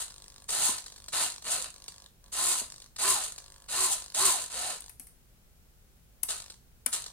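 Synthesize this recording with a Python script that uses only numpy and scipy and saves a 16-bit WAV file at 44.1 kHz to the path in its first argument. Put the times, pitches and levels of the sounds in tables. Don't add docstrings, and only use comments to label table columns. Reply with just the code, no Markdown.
import sys
import numpy as np
from scipy import signal
from scipy.fft import rfft, irfft
from scipy.io import wavfile
from scipy.ndimage import uniform_filter1d

SR = 44100
rng = np.random.default_rng(int(sys.argv[2]) if len(sys.argv) > 2 else 0)


def generate_wav(signal):
    frames = np.transpose(np.atleast_2d(signal))
    scaled = np.clip(frames, -1, 1) * 32767
    pcm = np.round(scaled).astype(np.int16)
    wavfile.write(sys.argv[1], SR, pcm)


N = 313992
TIME = np.arange(N) / SR
FRAME_S = .02
SIDE = np.array([[1], [-1]])

# start_s, rise_s, run_s, fall_s, top_turns_per_s, roughness, rattle_db, case_db, whine_db
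MOVES = [(-.06, 0.038, .018, .09, 313, 0.7, -38, -43, -62),
         (.483, 0.11, .078, 0.15, 320, 1.06, -35, -38, -41),
         (1.122, 0.033, 0.076, .11, 332, 0.63, -35.5, -36.5, -39),
         (1.44, .064, 0.047, .16, 242, 0.69, -39.5, -40, -41.5),
         (2.321, 0.11, .083, 0.17, 360, 0.84, -35.5, -38.5, -40.5),
         (2.984, 0.083, .025, 0.25, 398, .25, -33.5, -34.5, -33),
         (3.683, .13, .028, .21, 381, 0.81, -35.5, -37, -37.5),
         (4.143, 0.099, .012, .245, 402, 0.22, -32, -33.5, -30.5),
         (4.5, 0.11, 0.086, 0.11, 237, .9, -39.5, -42, -40.5),
         (6.281, .018, 0.0075, .13, 260, .8, -41, -43.5, -59),
         (6.921, .01, 0.0098, .11, 274, 0.79, -39.5, -42, -73)]
# freq_hz, gain_db
TICK_SPECTRUM = [(350, -6), (900, -6), (1600, -5.5), (2500, -8.5), (4200, 5), (5400, 1), (7000, 2.5),
                 (9000, 4), (10500, -7.5), (12000, -12.5), (15800, -20.5)]


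def from_db(db):
    return 10 ** (np.asarray(db) / 20)


def unit_rms(x):
    return x / np.sqrt(np.mean(x ** 2) + 1e-20)


def drift(rate_hz):
    knots = rng.standard_normal(8000)
    return unit_rms(np.interp(TIME * rate_hz, np.arange(len(knots)), knots))


def highpass(x, hz, order=1):
    return signal.sosfilt(signal.butter(order, hz, "high", fs=SR, output="sos"), x)


def colour(x, spectrum):
    size = 8192
    hz, db = np.transpose(spectrum)
    grid_hz = np.linspace(1, SR / 2, size // 2 + 1)
    outside_oct = np.maximum(np.log2(hz[0] / grid_hz), 0) + np.maximum(np.log2(grid_hz / hz[-1]), 0)
    gain = unit_rms(from_db(np.interp(np.log(grid_hz), np.log(hz), db) - 24 * outside_oct))
    cepstrum = irfft(np.log(gain + 1e-6))
    cepstrum[1:size // 2] *= 2
    cepstrum[size // 2 + 1:] = 0
    return signal.fftconvolve(x, irfft(np.exp(rfft(cepstrum))))[:N]


def ring(x, hz, t60_s):
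    r, w = from_db(-60 / (t60_s * SR)), 2 * np.pi * hz / SR
    return signal.lfilter([0, np.sin(w)], [1, -2 * r * np.cos(w), r * r], x + 1e-18)


def bursts(start_s, level_db, decay_s, rise_s):
    impulses = np.zeros(N)
    impulses[np.round(start_s * SR).astype(int)] = from_db(level_db)
    t = TIME[:SR // 10]
    shape = (1 - np.exp(-t / rise_s)) * np.exp(-t / decay_s)
    return signal.fftconvolve(impulses, shape / shape.max())[:N] * rng.standard_normal(N)


def room(x, early_db, tail_db, lag_s=0., pan_db=0., t60_s=.28):
    t = TIME[:SR // 2]
    out = np.array([x, np.interp(TIME - lag_s, TIME, x)]) * from_db(SIDE * pan_db / 2)
    early = np.exp(-t / .014) * (t > .001)
    tail = (1 - np.exp(-t / .008)) * from_db(-60 * t / t60_s)
    for level_db, shape in [(early_db, early), (tail_db, tail)]:
        mid, side = rng.standard_normal((2, len(t)))
        echoes = (mid + highpass(side, hz=500) * SIDE) * shape / np.sqrt(2 * np.sum(shape ** 2))
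        out = out + from_db(level_db) * signal.fftconvolve(x[None], echoes, axes=1)[:, :N]
    return out


def motor_state(kick_share=.4, creep_turns_per_s=75.):
    speed, roughness = np.full(N, creep_turns_per_s), np.zeros(N)
    for start_s, rise_s, run_s, fall_s, top_speed, move_roughness, *_ in MOVES:
        begun = TIME >= start_s
        t = TIME[begun] - start_s
        up = np.clip(t / rise_s, 0, 1)
        down = np.clip((t - rise_s - run_s) / fall_s, 0, 1)
        driven = top_speed * (kick_share + (1 - kick_share) * np.sin(np.pi / 2 * up))
        speed[begun] = driven * (1 - down) + creep_turns_per_s * down
        roughness[begun] = min(move_roughness, 1)
    return speed, roughness


def move_gains(speed):
    # middle_s, half_length_s, extra_rattle_db
    loose_spells = [(0.511, .025, 3), (0.664, 0.053, 5.5), (1.237, .025, 4), (1.526, .025, 8),
                    (1.622, 0.017, 5), (2.493, 0.063, 4.5), (2.592, 0.017, 8), (3.111, .035, 6),
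                    (3.246, 0.015, 8), (3.843, 0.038, 6), (3.93, 0.023, 11.5), (4.281, 0.049, 5),
                    (4.431, .018, 5), (6.311, .015, 6.5), (6.94, 0.017, 7)]
    speed_powers, strain_db = np.c_[[1.6, 1.97, 2.7]], [4, 4, .5]
    gains = np.zeros((3, N))
    for start_s, rise_s, run_s, fall_s, top_speed, _, *levels_db in MOVES:
        moving = (TIME >= start_s) & (TIME < start_s + rise_s + run_s + fall_s)
        strain = np.maximum(1 - (TIME[moving] - start_s) / rise_s, 0)
        strained_db = np.c_[levels_db] + np.outer(strain_db, strain)
        gains[:, moving] = from_db(strained_db) * (speed[moving] / top_speed) ** speed_powers
    for middle_s, half_s, extra_db in loose_spells:
        near = np.abs(TIME - middle_s) < 2 * half_s
        gains[0, near] *= from_db(extra_db * np.exp(-((TIME[near] - middle_s) / half_s) ** 2))
    return uniform_filter1d(gains, size=220, axis=1)


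def motor_turns(speed, ratio, late_s, wobble):
    own_speed = np.interp(TIME - late_s, TIME, speed) * ratio
    return np.cumsum(own_speed * (1 + wobble * drift(rate_hz=90))) / SR


def drive_pulses(speed, slowing):
    sharpness = np.minimum(1.3 * (100 / speed) ** 2, 2) * uniform_filter1d(1. * slowing, size=900)
    frame_rad = 2 * np.pi * (TIME - .002) / FRAME_S
    return np.exp(sharpness * np.cos(frame_rad)) / np.sqrt(np.i0(2 * sharpness))


def shaft_bounce(x, feedback=.6):
    for lag_samples in (5, 11, 19):
        poles = np.r_[1, np.zeros(lag_samples - 1), -feedback]
        x = signal.lfilter(poles[::-1], poles, x)
    return x


def gear_teeth(turns, slowing, uneven_db, wear, scrape=.2, teeth=9):
    speed = np.gradient(turns) * SR
    tooth = np.floor(turns * teeth).astype(int)
    flaws = rng.standard_normal(teeth)
    loose_play = rng.standard_normal(N)
    force = wear * unit_rms(flaws - flaws.mean())[tooth % teeth] + loose_play
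    unevenness = from_db(uneven_db * np.clip(drift(rate_hz=700), -2, 2))
    strikes = np.diff(tooth, prepend=0) * force * unevenness
    contact = unit_rms(strikes / np.sqrt(speed)) + scrape * rng.standard_normal(N)
    once_a_turn = 1 + .5 * np.cos(2 * np.pi * turns)
    return shaft_bounce(unit_rms(contact * once_a_turn) * drive_pulses(speed, slowing))


def gear_rattle(strikes, turns):
    # freq_hz, gain_db
    gear_spectrum = [(3060, -11.5), (5200, -9.5), (5480, -13.5), (6430, -3), (7580, -1.5), (8760, 1.5),
                     (10500, -4.5), (11800, -15), (14000, -16), (15200, -18.5), (16000, -37)]
    rattle = from_db(-2.5) * colour(strikes, gear_spectrum)
    treble = signal.sosfiltfilt(signal.butter(2, 9500, "high", fs=SR, output="sos"), rattle)
    speed = np.gradient(turns) * SR
    return rattle + .6 * (speed / 310 - 1) * treble


def case_noise(strikes):
    # freq_hz, gain_db
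    case_spectrum = [(65, -49), (110, -7.5), (146, -16), (318, -9), (415, -11), (717, -4.5), (833, -6.5),
                     (1020, 0), (1070, -4), (1240, -1.5), (2180, -7), (2940, -4), (3410, -8.5), (4030, 2.5),
                     (5800, -10.5), (7540, -43.5), (12800, -120)]
    return from_db(-4) * colour(strikes, case_spectrum)


def wing_ring(x):
    # freq_hz, gain_db, t60_s
    modes = [(543, -10.5, 0.18), (706, -12, 0.3), (903, -7, 0.11), (1006.4, -8.5, 0.43), (1125, -1, 0.19),
             (1670, -4, 0.15)]
    ringing = sum((-1) ** k * from_db(db) * ring(x, hz, t60_s) for k, (hz, db, t60_s) in enumerate(modes))
    return unit_rms(ringing) * np.std(x)


def motor_whine(turns, roughness, gain):
    pole_rad = 3 * 2 * np.pi * turns
    brushes = np.sqrt(1 - roughness ** 2) + roughness * drift(rate_hz=330)
    note = np.sin(pole_rad) * brushes + from_db(-24) * np.sin(2 * pole_rad)
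    radiated = gain * highpass(note, hz=540, order=3)
    return radiated + from_db(-3.5) * wing_ring(radiated)


def wing_shake(turns):
    shake = ring(np.sin(2 * np.pi * turns), hz=379, t60_s=.1)
    return shake / np.abs(shake).max()


def servo(turns, gains, slowing, roughness, whine_db, lag_s, pan_db):
    rattle_gain, case_gain, whine_gain = gains
    worn_strikes = gear_teeth(turns, slowing, uneven_db=2.5, wear=1.4)
    loose_strikes = gear_teeth(turns, slowing, uneven_db=3, wear=.35)
    rattle = gear_rattle(worn_strikes * rattle_gain, turns)
    case = case_noise(loose_strikes * case_gain)
    whine = motor_whine(turns, roughness, from_db(whine_db) * whine_gain)
    return (room(rattle, early_db=-2, tail_db=-6, lag_s=lag_s, pan_db=pan_db)
            + room(case, early_db=-1.5, tail_db=-3.5, lag_s=lag_s)
            + room(whine, early_db=-5.5, tail_db=-7.5))


def moving_servos():
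    speed, roughness = motor_state()
    gains = move_gains(speed)
    slowing = np.gradient(speed) < 0
    right_turns = motor_turns(speed, ratio=1, late_s=0, wobble=.012)
    left_turns = motor_turns(speed, ratio=.9, late_s=.006, wobble=.025)
    shake = from_db(-7.5) * wing_shake(right_turns) * gains[2]
    return (servo(right_turns, gains, slowing, roughness, whine_db=-5, lag_s=.00009, pan_db=-14)
            + servo(left_turns, gains, slowing, roughness, whine_db=-8, lag_s=.00005, pan_db=12)
            + room(shake, early_db=-19, tail_db=-36))


def room_rumble():
    # freq_hz, gain_db
    air_spectrum = [(12, -27), (20, -4), (65, -2.5), (93, -13.5), (120, -10.5), (248, -20), (285, -25),
                    (472, -24.5), (513, -26), (1120, -34), (1440, -32.5), (1710, -35), (4540, -37),
                    (16000, -36)]
    mid, side = (colour(rng.standard_normal(N), air_spectrum) for _ in range(2))
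    width = .37 * side + .81 * highpass(side, hz=900)
    return from_db(-60.5) * (mid + width * SIDE)


def hold_gains(settle_db=2.5):
    # start_s, end_s, tick_db, hum_db
    holds = [(0.074, 0.457, -52.5, -69), (0.818, 1.071, -51, -69.5), (1.3, 1.397, -45.5, -73),
             (1.73, 2.074, -53.5, -67), (2.235, 2.3, -56.5, -68), (2.697, 2.875, -50.5, -72),
             (3.32, 3.67, -54, -67.5), (4.01, 4.149, -48, -69), (4.81, 4.889, -49, -73),
             (6.399, 6.549, -52.5, -70.5), (7.03, 7.118, -48.5, -65.5)]
    gains = np.zeros((2, N))
    for start_s, end_s, tick_db, hum_db in holds:
        holding = (TIME >= start_s) & (TIME < end_s)
        gains[0, holding] = from_db(tick_db + np.linspace(settle_db, -settle_db, holding.sum()))
        gains[1, holding] = from_db(hum_db)
    return uniform_filter1d(gains, size=220, axis=1)


def holding_servos(tick_lag_s=.00089):
    tick_gain, hum_gain = hold_gains()
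    pulse_s = np.arange(0, N / SR - FRAME_S / 2, FRAME_S)
    scatter_db = rng.normal(0, 2, len(pulse_s))
    sprays = bursts(pulse_s + tick_lag_s, scatter_db, decay_s=.0011, rise_s=.003)
    ticks = from_db(-2) * colour(unit_rms(sprays) * tick_gain, TICK_SPECTRUM)
    kicks = np.zeros(N)
    kicks[np.round(pulse_s * SR).astype(int)] = 1
    hum = from_db(-1) * hum_gain * unit_rms(wing_ring(kicks))
    return room(ticks, early_db=-11, tail_db=-9, lag_s=.00008) + room(hum, early_db=-15, tail_db=-10)


def gear_jolts():
    # start_s, level_db
    jolts = [(0.103, -33), (0.4898, -18), (0.7819, -24), (0.861, -26.5), (0.9208, -34.5), (0.9597, -35),
             (0.9785, -35), (1.082, -23), (1.4209, -30), (1.88, -24), (2.779, -45), (2.818, -35),
             (2.9612, -26.5), (3.3796, -24), (3.683, -42), (4.146, -19), (6.2869, -19), (6.3038, -19),
             (6.499, -27.5), (6.9268, -21), (6.9446, -21.5), (7.0614, -25.5)]
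    contacts = from_db(-12) * bursts(*np.transpose(jolts), decay_s=.0034, rise_s=.0051)
    return room(colour(contacts, TICK_SPECTRUM), early_db=-9, tail_db=-8.5, lag_s=.00008)


def rod_knocks():
    # start_s, level_db
    knocks = [(0.691, -19.5), (0.861, -34), (1.478, -28), (2.515, -23), (2.616, -20)]
    # freq_hz, gain_db
    wing_spectrum = [(100, -2), (300, -0.5), (750, -5), (1050, 3), (1600, -29), (5000, -47)]
    contacts = from_db(-22) * bursts(*np.transpose(knocks), decay_s=.0057, rise_s=.0012)
    return room(colour(contacts, wing_spectrum), early_db=-7, tail_db=-6)


def transmitter_clicks():
    # time_s, snap_db, housing_db, pan_db
    clicks = [(4.8043, -31, -66, 20), (4.8938, -29, -60, 15), (4.996, -25.5, -58.5, 10),
              (5.0684, -31.5, -68, 4), (6.2314, -12, -47, 21.5), (6.8609, -19, -36, 29.5)]
    # freq_hz, gain_db
    contact_spectrum = [(1500, -21), (2200, -11), (4000, -13), (5400, -2.5), (7000, -4), (9300, 12.5),
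                        (11500, 5.5), (15500, -7.5)]
    # freq_hz, gain_db
    housing_spectrum = [(150, -13.5), (250, 3.5), (450, -15), (720, -0.5), (950, 0), (1500, -3),
                        (2400, -4.5), (3500, -8.5), (5400, -10.5), (9000, -4)]
    time_s, snap_db, housing_db, pan_db = np.transpose(clicks)
    slide = from_db(-20) * bursts(time_s - .0015, snap_db, decay_s=.0023, rise_s=.002)
    snap = bursts(time_s + .00093, snap_db, decay_s=.0025, rise_s=.00021)
    contact = from_db(-12) * colour(slide + snap, contact_spectrum)
    answer = bursts(time_s + .00199, housing_db, decay_s=.003, rise_s=.002)
    housing = from_db(9) * colour(answer, housing_spectrum)
    return (room(contact, early_db=-3, tail_db=-.5, pan_db=np.interp(TIME, time_s, pan_db))
            + room(housing, early_db=-5.5, tail_db=-8, lag_s=.00041, pan_db=3.5))


def scene():
    servos = moving_servos() + holding_servos()
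    return servos + gear_jolts() + rod_knocks() + transmitter_clicks() + room_rumble()


def record(dry):
    treble = signal.sosfiltfilt(signal.butter(3, 11000, "high", fs=SR, output="sos"), dry)
    tilted = dry + .2 * treble * SIDE
    return signal.sosfilt(signal.ellip(10, .2, 80, 16000, fs=SR, output="sos"), tilted)


dry = scene()
out = record(dry)
generate_wav(out)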